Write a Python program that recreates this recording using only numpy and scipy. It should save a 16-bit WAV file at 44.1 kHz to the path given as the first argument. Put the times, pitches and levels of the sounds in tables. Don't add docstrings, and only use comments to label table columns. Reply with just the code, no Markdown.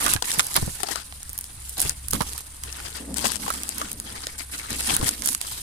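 import sys
import numpy as np
from scipy import signal
from scipy.fft import rfft, irfft, next_fast_len
from scipy.io import wavfile
from scipy.ndimage import uniform_filter1d, map_coordinates

SR = 44100
rng = np.random.default_rng(int(sys.argv[2]) if len(sys.argv) > 2 else 0)


def unload_wav(signal):
    wavfile.write(
        sys.argv[1],
        SR,
        np.round(np.clip(np.atleast_2d(signal).T, -1, 1) * 32767).astype(np.int16),
    )


N = 247820

# start_s, length_s, edge_level_db, blade_level_db, pan_db
PULL_STROKES = [(0.0, 0.15, -26, -29, -4), (0.239, 0.19, -29.5, -34.5, -2.5), (0.414, 0.23, -35, -40, -1),
                (0.551, 0.022, -28.5, -23.5, -4), (0.567, 0.24, -37.5, -46, -4.5),
                (0.782, 0.18, -42, -39.5, 5.5), (0.866, 0.154, -47, -37, 8),
                (0.907, 0.03, -29.5, -33.5, 16), (1.617, 0.2, -42, -67, 0.5),
                (1.767, 0.14, -32.5, -35.5, -1.5), (1.81, 0.04, -31.5, -36.5, 1),
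                (2.121, 0.041, -29.5, -36.5, -6.5), (2.169, 0.24, -38.5, -44, -2.5),
                (2.631, 0.39, -45.5, -42, 3), (2.847, 0.026, -42, -37, 8), (2.946, 0.026, -37, -36, 7),
                (3.157, 0.2, -32.5, -32.5, 10), (3.238, 0.037, -27.5, -24, 8),
                (3.391, 0.23, -35.5, -39.5, -2), (3.636, 0.28, -40.5, -40.5, 0.5),
                (4.036, 0.294, -46, -40, 0.5), (4.378, 0.041, -35.5, -35, 5.5),
                (4.513, 0.085, -36, -36, 0.5), (4.608, 0.23, -43, -39, 2), (4.698, 0.027, -32.5, -30, 0),
                (4.753, 0.24, -30.5, -33, 0.5), (4.887, 0.056, -25, -25, 4), (5.022, 0.085, -28, -30, 5.5),
                (5.08, 0.16, -39.5, -42.5, -3), (5.231, 0.12, -28.5, -43.5, -5),
                (5.402, 0.21, -36, -40.5, 0.5)]
# frequency_hz, relative_level_db
EDGE_SPECTRUM = [(900, -56.5), (2500, -12), (6300, -2.5), (8200, 1), (10300, -2), (12500, -1.5),
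                 (15200, -6), (16500, -76)]
# frequency_hz, relative_level_db
BLADE_SPECTRUM = [(120, -6.5), (300, 3.5), (550, -10), (900, -1), (1300, -4.5), (2200, -3.5), (3500, -3),
                  (6500, 1), (12000, -17.5)]
# frequency_hz, relative_level_db
WIND_SPECTRUM = [(20, -6), (70, -6), (140, -10.5), (400, -45)]
# frequency_hz, relative_level_db
AIR_SPECTRUM = [(110, -4), (240, -35), (550, -17), (1650, -16.5), (4900, -15.5), (6200, -25), (9400, -1),
                (11500, -24), (16000, -54)]
# time_s, level_db
DRONE_LEVELS = [(0, -62), (2.1, -43.5), (4.2, -48.5), (4.9, -44), (5.6, -56.5)]
# start_s, length_s, level_db
RUB_STROKES = [(0.02, 0.1, -45.5), (0.543, 0.15, -48), (1.76, 0.15, -52), (2.126, 0.056, -35.5),
               (2.989, 0.47, -42.5), (3.52, 0.61, -49), (4.514, 0.075, -49), (4.69, 0.073, -44),
               (4.863, 0.2, -39), (5.08, 0.26, -49)]
# start_s, level_db, pitch_hz
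BODY_BUMPS = [(0.056, -34.5, 213), (0.154, -29.5, 95), (0.377, -36.5, 149), (0.578, -30.5, 175),
              (0.625, -26.5, 89), (0.675, -32, 144), (1.291, -51, 99), (1.851, -33.5, 95.5),
              (2.131, -29, 137), (2.146, -31, 130), (2.207, -30.5, 168), (4.715, -40, 113),
              (4.934, -35.5, 151), (5.027, -24, 132)]
# start_s, level_db, pitch_hz, pan_db
BLADE_SLAPS = [(0.063, -18, 1260, -4.5), (0.081, -22.5, 1260, -4), (0.1632, -24.5, 1520, -31),
               (0.2235, -19.5, 850, 10), (0.4, -19.5, 1370, -3), (0.5648, -18, 1150, -3.5),
               (0.573, -22.5, 900, -7.5), (0.8333, -18, 750, 12), (0.887, -22, 764, 9),
               (0.9573, -21.5, 1240, 15), (2.133, -27.5, 1200, -8), (2.151, -30.5, 1200, -13),
               (2.2066, -20, 900, -3), (2.2117, -22, 1300, -9), (2.2196, -24.5, 1050, -22),
               (3.464, -27.5, 1090, 28), (3.4807, -20.5, 895, 6), (3.5033, -20.5, 1290, -4.5),
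               (3.8157, -20, 1200, 6), (5.013, -23, 1030, 7)]
# start_s, level_db (over a millisecond), pitch_hz, pan_db
LEAFLET_SNAPS = [(0.0652, -9.5, 5930, -17), (0.1168, -17.5, 9300, -22), (0.137, -6.5, 8800, 3),
                 (0.1637, -21, 4340, -20), (0.225, -15, 5940, 5), (0.3056, -18, 8900, -1),
                 (0.3168, -14.5, 6600, 0.5), (0.3949, -3.5, 4940, -0.5), (0.3992, -12.5, 4400, 0),
                 (0.4056, -12.5, 5700, -0.5), (0.468, -18.5, 10200, -1), (0.5428, -18, 8850, -4.5),
                 (0.5648, -5.5, 11500, -24), (0.8331, -16.5, 8800, 18), (0.959, -19.5, 4840, 23),
                 (1.1247, -32, 3230, -3), (1.231, -26.5, 8000, -0.5), (1.294, -25, 10000, 0),
                 (1.3, -30, 11000, -4), (1.3315, -23.5, 12000, 0.5), (1.379, -19.5, 11500, 4),
                 (1.3884, -18, 11000, -3.5), (1.4025, -41, 10500, -1), (1.411, -22, 12000, 3),
                 (1.442, -26, 10000, 0), (1.6947, -23, 11000, 2), (1.781, -21, 9900, -2.5),
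                 (1.7968, -16.5, 7260, -11), (1.803, -9.5, 10400, -6), (1.817, -10, 10000, 2),
                 (1.8955, -10, 7750, 18), (2.0846, -18, 10300, -7), (2.1083, -18.5, 10500, -1),
                 (2.1122, -16.5, 12100, 5), (2.1344, -11.5, 9250, -4), (2.2105, -19.5, 5500, -23),
                 (2.22, -19.5, 9300, -22), (2.3334, -25.5, 7750, -2.5), (2.3796, -21.5, 10000, -16),
                 (2.6368, -20.5, 7550, -3.5), (2.727, -23, 5800, 17), (2.8015, -31, 2740, -2),
                 (3.143, -22, 8350, 5), (3.17, -19, 7500, 21), (3.1835, -15.5, 8200, 24),
                 (3.27, -17, 7250, 17), (3.3194, -17, 4750, 24), (3.358, -18, 7300, 22),
                 (3.3664, -23, 5500, 5), (3.504, -20, 9900, -5), (3.6342, -19, 8500, -1.5),
                 (3.681, -29, 10800, -12), (3.6917, -15.5, 9500, 19), (3.7826, -17.5, 11000, -11),
                 (3.9166, -21, 10000, -4), (3.9305, -24, 10000, 5), (4.0003, -20.5, 8500, 0),
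                 (4.2696, -18, 4800, 0.5), (4.7057, -21.5, 6200, 1), (4.8076, -19, 9800, -4.5),
                 (4.966, -9.5, 11600, -4), (5.044, -18, 7460, 7), (5.07, -22, 8500, -6),
                 (5.083, -14.5, 6950, -1), (5.091, -9.5, 7050, 0.5), (5.2218, -19.5, 6300, -13),
                 (5.26, -10, 11100, -16), (5.2747, -12, 7900, 5), (5.2886, -11.5, 7700, 0),
                 (5.3312, -20, 9900, -4), (5.349, -13, 7000, -3.5), (5.4146, -17, 8200, -11)]
# frequency_hz, gain_db
LEFT_PORT_COLOUR = [(1000, 1.5), (1500, 0), (4500, -1.5), (6300, -2.5), (8000, 2), (10500, 0), (14000, -7)]
# frequency_hz, gain_db
RIGHT_PORT_COLOUR = [(550, 1), (1200, 5.5), (4500, -1), (7500, -4.5), (10500, 4), (14000, -5.5)]

PORT_DELAY_S = .0006
TOP_HZ = 16300
PULL_ATTACK_S, PULL_RELEASE_S, PULL_SWELL_DB, PULL_CREST = 0.006, .014, 3, 0.53
RUB_ATTACK_S, RUB_RELEASE_S, RUB_SWELL_DB, RUB_CREST = 0.019, 0.034, 1.5, 0.25
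TURN_DB, TURN_RATE = 2.5, 9
STIR_EDGE_DB, STIR_BLADE_DB = -47.5, -54
WIND_DB = -49.5
DRONE_HZ = 64.6
GRIP_DB = -66.5
FRACTURE_DB = 15


def amp(db):
    return 10 ** (np.asarray(db) / 20)


def unit(x):
    return x / np.sqrt(np.mean(x ** 2) + 1e-20)


def curves(rows):
    s, *cols = np.transpose(rows)
    return [np.interp(np.arange(N) / SR, s, c) for c in cols]


def wobble(rate, at=None):
    at = np.arange(N) if at is None else at
    knots = rng.standard_normal(int(N * rate / SR) + 4)
    return map_coordinates(knots, [at * rate / SR])


def coloured(x, points):
    m = 2 * next_fast_len(N // 2 + 4096)
    f, db = np.transpose(points)
    log_f = np.log(np.fft.rfftfreq(m, 1 / SR) + 1)
    gain = amp(np.interp(log_f, np.log(f), db))
    cepstrum = irfft(np.log(gain))
    cepstrum[1:m // 2] *= 2
    cepstrum[m // 2 + 1:] = 0
    return irfft(rfft(x, m) * np.exp(rfft(cepstrum)), m)[..., :N]


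def resonance(x, hz, q):
    w = 2 * np.pi * min(hz, .45 * SR) / SR
    damping = np.sin(w) / (2 * q)
    return signal.lfilter([damping, 0, -damping], [1 + damping, -2 * np.cos(w), 1 - damping], x)


def sides(pan_db):
    gains = np.array([amp(pan_db / 2), amp(-pan_db / 2)]).reshape(2, -1)
    return gains / np.sqrt(np.mean(gains ** 2, axis=0))


def port_lead(pan_db):
    return PORT_DELAY_S * np.tanh((pan_db + 2.5) / 1.5)


def noise_pair(size, apart):
    return unit(rng.standard_normal(size) + apart * rng.standard_normal((2, size)))


def add(out, sound, s, pan_db):
    lead = port_lead(pan_db) / 2
    for port, wave, start in zip(out, sound * sides(pan_db), (s - lead, s + lead)):
        room = port[max(0, round(start * SR)):][:len(wave)]
        room += wave[:len(room)]


def stroke(start, length, attack_s, release_s, swell_db, crest):
    t = np.arange(N) / SR - start
    crest = np.clip(crest, .05, .95)
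    tension_db = np.interp(t / length, [0, crest, 1], [-swell_db, 0, -swell_db])
    attack = np.clip(t / attack_s, 0, 1)
    release = np.exp(-np.maximum(t - length, 0) / release_s)
    return attack * release * amp(tension_db)


def pulling():
    edge, blade, lean = amp(STIR_EDGE_DB) ** 2, amp(STIR_BLADE_DB) ** 2, 0
    for start, length, edge_db, blade_db, pan_db in PULL_STROKES:
        gain = stroke(start, length, PULL_ATTACK_S, PULL_RELEASE_S, PULL_SWELL_DB, PULL_CREST)
        edge_power = (amp(edge_db) * gain) ** 2
        blade_power = (amp(blade_db) * gain) ** 2
        edge = edge + edge_power
        blade = blade + blade_power
        lean = lean + pan_db * (edge_power + blade_power)
    return np.sqrt(edge), np.sqrt(blade), lean / (edge + blade)


def ticks(pan_db, rate, catch_db, catch_rate):
    at = np.flatnonzero(rng.random(N) < rate / SR)
    size, place, path = rng.standard_normal((len(at), 3)).T
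    size_db = 4.5 * np.minimum(size, 2.0) + catch_db * np.minimum(wobble(catch_rate, at), 1.5)
    turn_db = TURN_DB * wobble(TURN_RATE, at)
    size = amp(size_db + turn_db) * rng.choice([-1, 1], len(at))
    lag = port_lead(pan_db[at] + 2 * place) + .00007 * path
    later = np.clip(at + np.round(SR * lag).astype(int), 0, N - 1)
    arrivals = zip((at, later), sides(3 * place))
    return unit(np.array([np.bincount(i, size * g, N) for i, g in arrivals]))


def crackle(spectrum, leaflets, catches, lowest_hz, highest_hz, q, catch_db, clump_db, clump_rate):
    pitches = np.geomspace(lowest_hz, highest_hz, len(leaflets))
    rings = unit(sum(resonance(slips, hz, q) for slips, hz in zip(leaflets, pitches)))
    hiss = .25 * rng.standard_normal((2, N))
    scrape = unit(rings + unit(sum(leaflets)) + hiss)
    clumped = scrape * amp(clump_db * wobble(clump_rate))
    sound = coloured(clumped + amp(catch_db) * catches, spectrum)
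    power = uniform_filter1d(np.mean(sound ** 2, axis=0), SR // 12)
    return sound / np.sqrt(np.abs(power) + 1e-12)


def rustle(count=13):
    edge_gain, blade_gain, pan_db = pulling()
    edge_slips = [ticks(pan_db, rate=400, catch_db=1.5, catch_rate=60) for _ in range(count)]
    blade_slips = [ticks(pan_db, rate=500, catch_db=5.0, catch_rate=40) for _ in range(count)]
    catches = ticks(pan_db, rate=95, catch_db=3, catch_rate=30)
    edges = crackle(EDGE_SPECTRUM, edge_slips, catches, 2780, 14400,
                    q=7.2, catch_db=-9, clump_db=2.7, clump_rate=70)
    blades = crackle(BLADE_SPECTRUM, blade_slips, catches, 463, 4810,
                     q=9, catch_db=-8, clump_db=3.2, clump_rate=62)
    edges = amp(3.0) * edge_gain * edges * sides(0.79 * pan_db - 2.0)
    blades = amp(2.07) * blade_gain * blades * sides(pan_db + 5.0)
    return edges + blades


def outdoors(air_db=-48.0, jolt_db=-11.0, jolt_s=0.056):
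    t = np.arange(N) / SR
    drone_db, = curves(DRONE_LEVELS)
    jolts = sum(amp(db + jolt_db) * np.exp(-((t - s) / jolt_s) ** 2) for s, db, hz in BODY_BUMPS)
    flow = amp(WIND_DB) + jolts
    wind = unit(coloured(noise_pair(N, apart=.15), WIND_SPECTRUM) * amp(2.6 * wobble(9)))
    turns = np.cumsum(DRONE_HZ + 2.2 * wobble(20)) / SR
    drone = unit(np.sin(2 * np.pi * turns) * amp(2.6 * wobble(12)))
    air = unit(coloured(noise_pair(N, apart=1.0), AIR_SPECTRUM))
    return flow * wind + amp(drone_db) * drone + amp(air_db) * air


def rubbing(hollow_hz=240, width_hz=150, wander_db=0.5, wander_rate=30, uneven_db=3.0,
            scuff_hz=360, scuff_db=-6):
    power = sum((amp(db) * stroke(s, length, RUB_ATTACK_S, RUB_RELEASE_S, RUB_SWELL_DB, RUB_CREST)) ** 2
                for s, length, db in RUB_STROKES)
    phase = 2 * np.pi * np.cumsum(hollow_hz * amp(wander_db * wobble(wander_rate))) / SR
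    hollow = unit(wobble(width_hz) * np.cos(phase) + wobble(width_hz) * np.sin(phase))
    scuff = resonance(noise_pair(N, apart=1), scuff_hz, 0.94)
    scuff = unit(resonance(scuff, scuff_hz, 0.94))
    drag = unit((hollow + amp(scuff_db) * scuff) * amp(uneven_db * wobble(wander_rate)))
    return amp(1.54) * np.sqrt(power + amp(GRIP_DB) ** 2) * drag


def bumps(push_s=0.0028, q=1.1, gain_db=-8.5, rough_db=-4, rock_hz=250, rock_db=-2):
    out, t = np.zeros((2, N)), np.arange(SR // 10) / SR
    pressure = t * np.exp(-t / push_s)
    for s, db, hz in BODY_BUMPS:
        push = noise_pair(len(t), apart=0.49) * pressure
        tone = unit(pressure * np.sin(2 * np.pi * hz * t))
        rough = unit(resonance(resonance(push, hz, q), hz, q))
        thud = tone + amp(rough_db) * rough
        rock = unit(resonance(resonance(push[0], rock_hz, 1), rock_hz, 1))
        add(out, amp(db + gain_db) * (thud + amp(rock_db) * np.array([rock, -rock])), s, 0)
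    return out


def slaps(contact_s=0.0068, strike_db=20, q=5, gain_db=-11.0, body_ratio=0.555, body_db=-8,
          smack_hz=3800, smack_db=-17):
    out, t = np.zeros((2, N)), np.arange(SR // 25) / SR
    for s, db, hz, pan_db in BLADE_SLAPS:
        rough = noise_pair(len(t), apart=0.68) * np.exp(-t / contact_s)
        contact = rough + amp(strike_db) * (t == 0)
        pop = resonance(contact, hz, q) + amp(body_db) * resonance(contact, body_ratio * hz, q)
        smack = amp(smack_db) * resonance(contact, smack_hz, 0.57)
        add(out, amp(db + gain_db) * unit(pop + smack), s, pan_db)
    return out


def snaps(tear_db=-19, ring_db=-15, q=0.96, crack_db=-19, flex_db=-18, flex_hz=1400, flex_s=0.0026):
    out, t = np.zeros((2, N)), np.arange(-SR // 200, SR // 30) / SR
    buckle = np.exp(-np.abs(t) / np.where(t < 0, .00008, .0007))
    fibre_decay = np.exp(-np.abs(t) / np.where(t < 0, .002, .004))
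    fibres = np.where(t < 0, amp(tear_db), amp(ring_db)) * fibre_decay
    fracture = amp(FRACTURE_DB) * (np.arange(len(t)) == np.argmax(buckle))
    millisecond = np.sqrt(SR / 1000 / len(t))
    for s, db, hz, pan_db in LEAFLET_SNAPS:
        force = noise_pair(len(t), apart=1.0) * (buckle + fibres) + fracture
        rib = unit(resonance(resonance(force, hz, q), hz, 0.26)) + amp(crack_db) * unit(force)
        flex = noise_pair(len(t), apart=0.85) * (t > 0) * np.exp(-t / flex_s)
        blade = unit(resonance(flex, flex_hz * amp(rng.normal(0, 3.04)), 3.0))
        blade = blade * (6500 / hz) ** 2
        snap = unit(rib + amp(flex_db) * blade)
        add(out, amp(db + 1.83) * millisecond * snap, s + t[0], pan_db)
    return out


def scene():
    return rustle() + outdoors() + rubbing() + bumps() + slaps() + snaps()


def record(dry):
    left = coloured(dry[0], LEFT_PORT_COLOUR)
    right = coloured(dry[1], RIGHT_PORT_COLOUR)
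    ports = np.clip(np.array([left, right]), -1, 1)
    m = next_fast_len(N + 4096)
    passed = np.fft.rfftfreq(m, 1 / SR) < TOP_HZ
    return irfft(rfft(ports, m) * passed, m)[:, :N]


dry = scene()
out = record(dry)
unload_wav(out)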